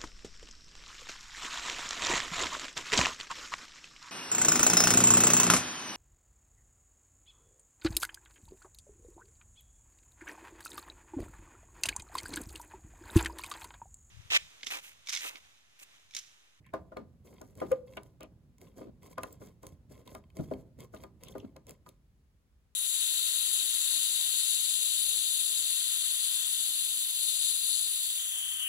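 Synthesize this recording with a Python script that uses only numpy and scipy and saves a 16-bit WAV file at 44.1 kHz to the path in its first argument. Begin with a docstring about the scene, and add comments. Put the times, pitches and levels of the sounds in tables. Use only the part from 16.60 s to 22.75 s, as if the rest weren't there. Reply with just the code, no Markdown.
"""A flat screwdriver turns a slotted brass screw through a metal plate into a wooden case, close by.
From the start a small room rumbles faintly and the hand jostles the case, in low lumps of noise.
Soon the blade rasps (narrow noise), ticks (noise snaps, tool ring) and knocks the case (fading sines).
Then come squeaks and groans (gliding sines), and twist after twist of skin hiss, thread scrape and grit.
Near the end the hand comes to rest, amid the last knocks, ticks and twists."""
import sys
import numpy as np
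from scipy import signal
from scipy.fft import rfft, irfft, next_fast_len
from scipy.io import wavfile
from scipy.ndimage import map_coordinates

SR = 44100
rng = np.random.default_rng(int(sys.argv[2]) if len(sys.argv) > 2 else 0)


def transcribe(signal):
    """Save signal, clipped to [-1, 1], as a 16-bit WAV file at the path in sys.argv[1]."""
    frames = np.atleast_2d(signal).T
    limited = np.clip(frames, -1, 1)
    pcm = np.round(limited * 32767).astype(np.int16)
    wavfile.write(sys.argv[1], SR, pcm)


N = 271215  # length in samples


def amp(db):
    """Turn decibels into a factor of amplitude."""
    return 10 ** (np.asarray(db) / 20)


def unit(x):
    """Scale a sound to rms 1."""
    return x / np.sqrt(np.mean(x ** 2) + 1e-20)


def along(points, hz):
    """Read a curve of (f/Hz, value) points on a log frequency axis."""
    f, v = np.transpose(points)
    return np.interp(np.log(hz + 1), np.log(f + 1), v)


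def wobble(rate, size=N):
    """A smooth random curve through `rate` random points a second."""
    return map_coordinates(rng.standard_normal(int(size * rate / SR) + 4), [np.arange(size) * rate / SR])


def filtered(x, response):
    """Multiply the spectrum of x by a (possibly complex) function of frequency."""
    n = x.shape[-1]
    size = next_fast_len(n + SR // 8)  # spare room so that the end does not wrap round
    return irfft(rfft(x, size) * response(np.fft.rfftfreq(size, 1 / SR)), size)[..., :n]


def noise(spectrum, apart, size=N):
    """Coloured stereo noise of rms 1; apart is the size of the left-right difference against the middle."""
    mid, side = filtered(rng.standard_normal((2, size)), lambda hz: amp(along(spectrum, hz)))
    return unit(np.array([mid + apart * side, mid - apart * side]))


def add(track, s, sound):
    """Mix a sound into the track at time s."""
    part = track[:, max(round(s * SR), 0):][:, :sound.shape[-1]]
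    part += sound[..., :part.shape[1]]


# the blade takes up its play in the slot: (t/s, level/dB, brightness/dB)
KNOCKS = [(0.137, -28.5, -2.5), (0.32, -44, -3.5), (0.368, -34.5, -3), (0.813, -43, -6.5),
          (1.016, -27.5, -6.5), (1.114, -33.5, -1), (1.371, -37.5, 0.5), (1.606, -44.5, -3),
          (1.633, -44.5, -7.5), (2.184, -47.5, -8.5), (2.212, -40, -13.5), (2.579, -33, 4.5),
          (2.633, -37.5, 3), (2.816, -47, -3.5), (3.033, -45.5, -2), (3.549, -42, -0.5), (3.768, -45, -22),
          (3.791, -38, -15.5), (3.913, -30, -14), (4.339, -40, -4.5), (4.437, -43.5, -3.5),
          (4.753, -35.5, -9.5), (4.961, -48, -5), (5.263, -60.5, 11)]
# the ways in which the case with its plate rings: (f/Hz, level/dB, t60/s)
CASE = [(208.8, -10.5, 0.22), (255, -6.5, 0.2), (314.8, -2.5, 0.17), (400, -6.5, 0.2), (520.6, -2.5, .06),
        (639.3, -0.5, 0.055), (1023, -2, 0.084), (1215, -3.5, 0.045), (1450, -6, 0.025),
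        (1659, -16.5, 0.043), (1907, -20, 0.04)]


def knocks(hold_s=0.0084, attack_s=0.001, scatter_db=2, detune=0.012, phase_spread_rad=0.77, low_db=-1,
           crunch_db=-8.5, crunch_t60=0.15, early_s=0.02, lead_in_s=0.002):
    """The blade scrapes into the slot's wall and bears on it; the case's modes ring anew each time."""
    out, t = np.zeros((2, N)), np.arange(SR // 5) / SR
    hz, level, t60 = np.transpose(CASE)
    fade = amp(-60 * np.maximum(t - hold_s, 0) / t60[:, None]) * (1 - np.exp(-t / attack_s))
    family = np.digitize(hz, [450, 900])  # low, middle and high modes
    # the crunch swells up to the knock, then dies away
    swell = np.exp(np.minimum(t - early_s, 0) / lead_in_s)
    crunch = swell * amp(-60 * np.maximum(t - early_s, 0) / crunch_t60)
    for s, db, high in KNOCKS:
        low = bass(high)
        # each mode reaches the two microphones in a slightly different phase
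        phase = rng.uniform(0, 2 * np.pi, (len(hz), 1))
        phase = phase + phase_spread_rad * rng.standard_normal((2, len(hz), 1))
        pitch = hz * (1 + detune * rng.standard_normal(len(hz)))
        strength = amp(level + scatter_db * rng.standard_normal(len(hz)))
        modes = strength[:, None] * fade * np.sin(2 * np.pi * pitch[:, None] * t + phase)
        for k, weight_db in enumerate([low + low_db, 0, high]):
            ring = modes[:, family == k].sum(1)
            add(out, s, amp(db + weight_db) * ring / np.abs(ring).max())
        # brighter knocks also crunch brighter
        grain = [(150, low - 13), (550, 10.0), (1300, high), (1900, high - 7), (2500, high - 15), (12000, -36)]
        add(out, s - early_s, amp(db + crunch_db) * crunch * noise(grain, apart=1.0, size=len(t)))
    return out


BASS_DB, BASS_TRADE = -5.5, 0.53  # low modes of a knock; dB that they lose per dB of brightness


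def bass(brightness):
    """The softer the contact, the more it drives the low modes (dB)."""
    return BASS_DB - BASS_TRADE * brightness


# steel edges snap over brass and ring the tool: (t/s, snap level/dB, ring level/dB)
TICKS = [(0.065, -54.5, -53.5), (0.138, -42.5, -45.5), (0.37, -46, -40), (0.8152, -40, -60),
         (0.953, -49, -69), (1.0025, -41, -42.5), (1.117, -32, -39), (1.336, -53, -52), (1.37, -37.5, -43),
         (1.433, -46, -58.5), (1.6072, -41, -47.5), (1.6315, -39, -52), (1.983, -50.5, -64),
         (2.015, -43.5, -54), (2.431, -47, -54.5), (2.529, -56, -52.5), (2.582, -37.5, -39.5),
         (2.6333, -28.5, -36.5), (2.727, -44, -76), (3.031, -42, -61), (3.0675, -35, -49),
         (3.4757, -42.5, -45.5), (3.5499, -38, -43.5), (3.639, -68, -57), (3.702, -62, -59.5),
         (3.769, -37, -49), (3.937, -48, -45.5), (4.2047, -37, -51.5), (4.347, -43, -57),
         (4.4366, -38, -46), (4.6358, -36, -48), (4.6844, -40, -52.5), (4.7815, -41.5, -52),
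         (4.9645, -44.5, -51.5), (5.0684, -43.5, -58), (5.0938, -35, -53), (5.108, -36, -55),
         (5.263, -61, -50.5), (5.29, -39, -59)]
# colour of the snap: (f/Hz, level/dB)
EDGE = [(1500, -28), (3000, -4.5), (7400, 2), (9000, 3), (15200, -1.5), (16500, -19)]


def ticks(snap_t60=0.01, chatter_t60=0.07, chatter_db=-26, edge_db=-6.5, tool_db=2):
    """The blade's edge snaps hard with a brief chatter, and the tool rings."""
    out, t = np.zeros((2, N)), np.arange(SR // 10) / SR
    fade = amp(edge_db) * (amp(-60 * t / snap_t60) + amp(chatter_db - 60 * t / chatter_t60))
    for s, snap_db, ring_db in TICKS:
        snap = amp(snap_db) * fade * noise(EDGE, apart=0.081, size=len(t))
        add(out, s, snap + amp(ring_db + tool_db) * shaft_ring(t))
    return out


# the ways in which the steel shaft rings, seated in the screw: (f/Hz, level/dB, t60/s)
SHAFT = [(1031, -5, 0.057), (2143, -0.5, 0.015), (2570, -10, 0.023), (3220, -11.5, 0.036),
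         (3750, -8, 0.014), (4565, -9, 0.021)]


def shaft_ring(t, scatter_db=3, detune=0.025, phase_spread_rad=0.7, rise_s=0.00034):
    """One light touch rings the tool, peak 1; the point of contact sets how strongly each mode speaks."""
    hz, level, t60 = np.transpose(SHAFT)[:, :, None]
    modes = amp(level + scatter_db * rng.standard_normal(hz.shape) - 60 * t / t60)
    pitch = hz * (1 + detune * rng.standard_normal(hz.shape))
    phase = rng.uniform(0, 2 * np.pi, hz.shape)
    phase = phase + phase_spread_rad * rng.standard_normal((2, len(hz), 1))
    ring = (modes * np.sin(2 * np.pi * pitch * t + phase)).sum(1) * (1 - np.exp(-t / rise_s))
    return ring / np.abs(ring).max()


# the thread slips in the wood or the blade on the brass: (t/s, length/s, first f/Hz, last f/Hz, level/dB)
SLIPS = [(0.367, 0.087, 314, 176, -48), (1.014, 0.052, 416, 293, -40.5), (1.113, 0.027, 512, 520, -17.5),
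         (2.245, 0.064, 444.3, 167, -48), (2.724, 0.0096, 7450, 7680, -50.5), (3.786, 0.055, 364, 280, -37),
         (3.786, 0.036, 188, 114, -31), (4.68, 0.0126, 3030, 3840, -51), (4.723, 0.0041, 3050, 3750, -54),
         (4.799, 0.0066, 3660, 2660, -53), (4.82, 0.0539, 418, 166, -46)]
# colour of the thread grinding, for slips and twists: (f/Hz, level/dB)
SCRAPE = [(90, -15), (220, 8.5), (550, 8), (860, -9.5), (1030, -10.5), (1300, -12.5), (2100, -29),
          (4000, -25), (8000, -48)]


def slips(overtone_db=-28, overtone_db_per_octave=7, rough_db=5, right_lead_rad=0.9,
          after_db=-17.5, after_cycles=220, grind_db=-6):
    """Contact sticks and slips fast enough to sing, then rings on; a wider glide is rougher and grinds more."""
    out, t = np.zeros((2, N)), np.arange(SR // 3) / SR
    for s, length, first_hz, last_hz, db in SLIPS:
        u = np.minimum(t / length, 1)  # progress of the slip, 0 to 1
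        slide = np.log(last_hz / first_hz)
        pitch = first_hz * np.exp(slide * (u + 0.2 * wobble(250, size=len(t))))
        phase = 2 * np.pi * np.cumsum(pitch) / SR + np.array([[0], [right_lead_rad]])
        # only a steady pitch builds up a lasting ring
        t60 = after_cycles / last_hz / (1 + 20 * abs(slide))
        swell = np.sin(np.pi * u) + u * amp(after_db - 60 * t / t60)
        level = amp(db + rough_db * slide * wobble(203, size=len(t)))
        # high squeaks of metal are richer
        overtone = amp(overtone_db + overtone_db_per_octave * np.log2(first_hz / 500))
        tone = np.sin(phase) + overtone * np.sin(2 * phase)
        grind = amp(grind_db) * abs(slide) * noise(SCRAPE, apart=0.99, size=len(t))
        add(out, s, swell * level * (tone + grind))
    return out


# each twist of the tool: (t/s, length/s, effort level/dB)
TWISTS = [(0.648, 0.1, -71), (0.731, 0.73, -74), (0.97, 0.19, -68.5), (1.266, 0.23, -73), (2.006, 0.1, -71),
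          (2.165, 0.066, -67.5), (2.425, 0.094, -67), (2.613, 0.14, -68.5), (2.809, 0.084, -67.5),
          (3.026, 0.1, -71), (3.304, 0.11, -69.5), (3.462, 0.11, -67.5), (3.753, 0.257, -67.5),
          (4.189, 0.049, -62.5), (4.334, 0.11, -68.5), (4.611, 0.26, -68.5), (5.078, 0.042, -66),
          (5.26, 0.045, -73)]
ATTACK_S, SAG_DB_PER_S, RELEASE_S = 0.0099, 41, 0.02  # a twist bites at once, slackens, and lets go


def effort():
    """The turning force: every twist rises fast, sags while it lasts and dies away."""
    t, force = np.arange(N) / SR, np.zeros(N)
    for s, length, db in TWISTS:
        bite = (1 + np.tanh((t - s) / ATTACK_S)) / 2
        sag = amp(db - SAG_DB_PER_S * np.clip(t - s, 0, length))
        force += bite * sag * np.exp(-np.maximum(t - s - length, 0) / RELEASE_S)
    return force


# colour of skin sliding on the shaft: (f/Hz, level/dB)
SKIN = [(500, -25), (1500, 6), (2200, -4), (3500, -3.5), (5600, 9.5), (11000, 8.5), (15200, 7),
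        (16300, -12)]


def twists(force, hiss_db=3.0, scrape_db=12.5, grain_db=3.5, scrape_grain_db=2.5, colour_db=2.0):
    """With the turning force, skin hisses on the shaft and the thread grinds through the case."""
    pressure = amp(3 * wobble(45))
    skin = noise(SKIN, apart=0.25)
    dull = filtered(skin, lambda hz: hz < 5000)
    # the shaft's share comes and goes with the grip
    skin = skin + dull * (amp(colour_db * wobble(76)) - 1)
    skin = unit(skin * pressure * amp(grain_db * wobble(400)))
    thread = noise(SCRAPE, apart=0.6)
    thread = unit(thread * np.sqrt(pressure) * amp(scrape_grain_db * wobble(150)))
    return force * (amp(hiss_db) * skin + amp(scrape_db) * thread)


def grit(force, catches_per_s=420, grit_db=4, count=5):
    """As it turns, the blade catches and frees itself in tiny uneven steps, each of which rings the tool."""
    out, t = np.zeros((2, N)), np.arange(SR // 20) / SR
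    for contact in range(count):  # each point of contact has its own ring
        catches = np.zeros(N)
        at = rng.random((int(catches_per_s * N / SR / count), 2))
        catches[(at[:, 0] * N).astype(int)] = -np.log(at[:, 1])  # many weak, few strong
        out += signal.oaconvolve((force * catches)[None], shaft_ring(t), axes=1)[:, :N]
    return amp(grit_db) * out


# the blade drags across the screw head: (t/s, length/s, pitch f/Hz, level/dB)
RASPS = [(0.014, 0.12, 2026, -67), (1.114, 0.024, 2450, -50.5), (1.366, 0.024, 2490, -44),
         (1.603, 0.069, 2560, -58), (2.058, 0.035, 3030, -71), (3.47, 0.015, 3470, -58),
         (4.354, 0.032, 3550, -64), (4.632, 0.074, 3200, -62), (4.772, 0.065, 3080, -68),
         (4.961, 0.0085, 4080, -59)]


def rasps(slip_db=4, slip_rate=300, skirt_db=-26, skirt_ratio=1.82):
    """The blade's flank judders along the brass: a rough, narrow band that comes in spurts."""
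    out = np.zeros((2, N))
    shoulder = skirt_ratio ** (1 / 4)
    for s, length, hz, db in RASPS:
        size = int(length * SR)
        # flat around the pitch, falling steeply on both sides
        below = [(hz / skirt_ratio / 2, -80), (hz / skirt_ratio, skirt_db), (hz / shoulder, 0)]
        above = [(hz * shoulder, 0), (hz * skirt_ratio, skirt_db), (hz * skirt_ratio * 2, -80)]
        spurts = amp(slip_db * wobble(slip_rate, size=size))
        rough = unit(noise(below + above, apart=0.95, size=size) * spurts)
        add(out, s, amp(db) * np.hanning(size) * rough)
    return out


# colour of the case being shaken: (f/Hz, level/dB)
JOSTLE = [(28, -26), (65, 2.5), (130, 2), (220, -4.5), (350, -16), (3000, -51.5)]
GRIP_DB, LET_GO_S, SETTLE_DB_PER_S = -60.5, 4.94, 17  # the hand's steady tremor, and how it comes to rest
SHAKE_DB, SHAKE_T60 = -19.5, 1.2  # the case sways after each knock, relative to the knock's bass


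def jostling(force, effort_db=9, lumps_db=2, lean_db=1):
    """The hand shakes the case in soft, low lumps: a little in its grip, more in twists and after knocks."""
    t = np.arange(N) / SR
    grip = amp(GRIP_DB - SETTLE_DB_PER_S * np.maximum(t - LET_GO_S, 0))
    power = grip ** 2 + (amp(effort_db) * force) ** 2
    for s, db, brightness in KNOCKS:
        sway = amp(db + bass(brightness) + SHAKE_DB - 60 * np.abs(t - s) / SHAKE_T60)
        power += (t > s) * sway ** 2
    lumps = unit(noise(JOSTLE, apart=0.22) * amp(lumps_db * wobble(40)))
    return np.sqrt(power) * lumps * amp([[-lean_db], [lean_db]])  # a little to the right


# how long the room rings: (f/Hz, t60/s)
ROOM = [(100, 0.71), (1400, 0.24), (3000, 0.16), (5000, 0.27), (15000, 0.013)]


def room(x, build_up_s=0.0026):
    """Noise that fades at its own speed in each band makes a diffuse tail; low notes last longest."""
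    hz, t, z = signal.stft(rng.standard_normal((2, SR // 2)), SR, nperseg=256)
    fade = amp(-60 * t / along(ROOM, hz)[:, None]) * (1 - np.exp(-t / build_up_s))
    tail = signal.istft(z * fade, SR, nperseg=256)[1]
    tail = tail + 0.5 * tail[::-1]  # close microphones share part of it
    return signal.fftconvolve(x.mean(0)[None], tail / np.linalg.norm(tail[0]), axes=1)[:, :N]


# colours of the faint room rumble and of the hiss: (f/Hz, level/dB)
RUMBLE = [(20, -24), (45, 5.5), (68, 4.5), (110, -8.5), (500, -24), (1200, -49.5), (8000, -41)]
HISS = [(1000, 6.5), (12000, -8), (16000, -25)]


def background():
    """Steady coloured noise: a faint low rumble and a fainter hiss."""
    return amp(-68) * noise(RUMBLE, apart=0.25) + amp(-81.5) * noise(HISS, apart=1)


def scene():
    """Case and tool sound close by, the case a little to the left; the room answers over its faint floor."""
    left = amp([[1.1], [-1.1]])
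    wood, squeaks = knocks() * left, slips() * left
    force = effort()
    metal = ticks() + twists(force) + grit(force) + rasps()
    tail = room(amp(-16.5) * wood + amp(-17.0) * squeaks + amp(-18.0) * metal)
    return wood + squeaks + metal + jostling(force) + tail + background()


# how far the left microphone leads the right: (f/Hz, phase/rad)
PORTS = [(4000, 0), (6900, -6.28), (15900, -18.85)]
TOP_HZ = 16550  # band limit


def record(dry):
    """Two close microphones hear the treble out of step; nothing passes above the band limit."""
    def response(hz):
        lead = np.interp(hz, *np.transpose(PORTS)) * np.array([[0.5], [-0.5]])
        return np.exp(1j * lead) * (hz < TOP_HZ)
    return filtered(dry, response)


dry = scene()
out = record(dry)
transcribe(out)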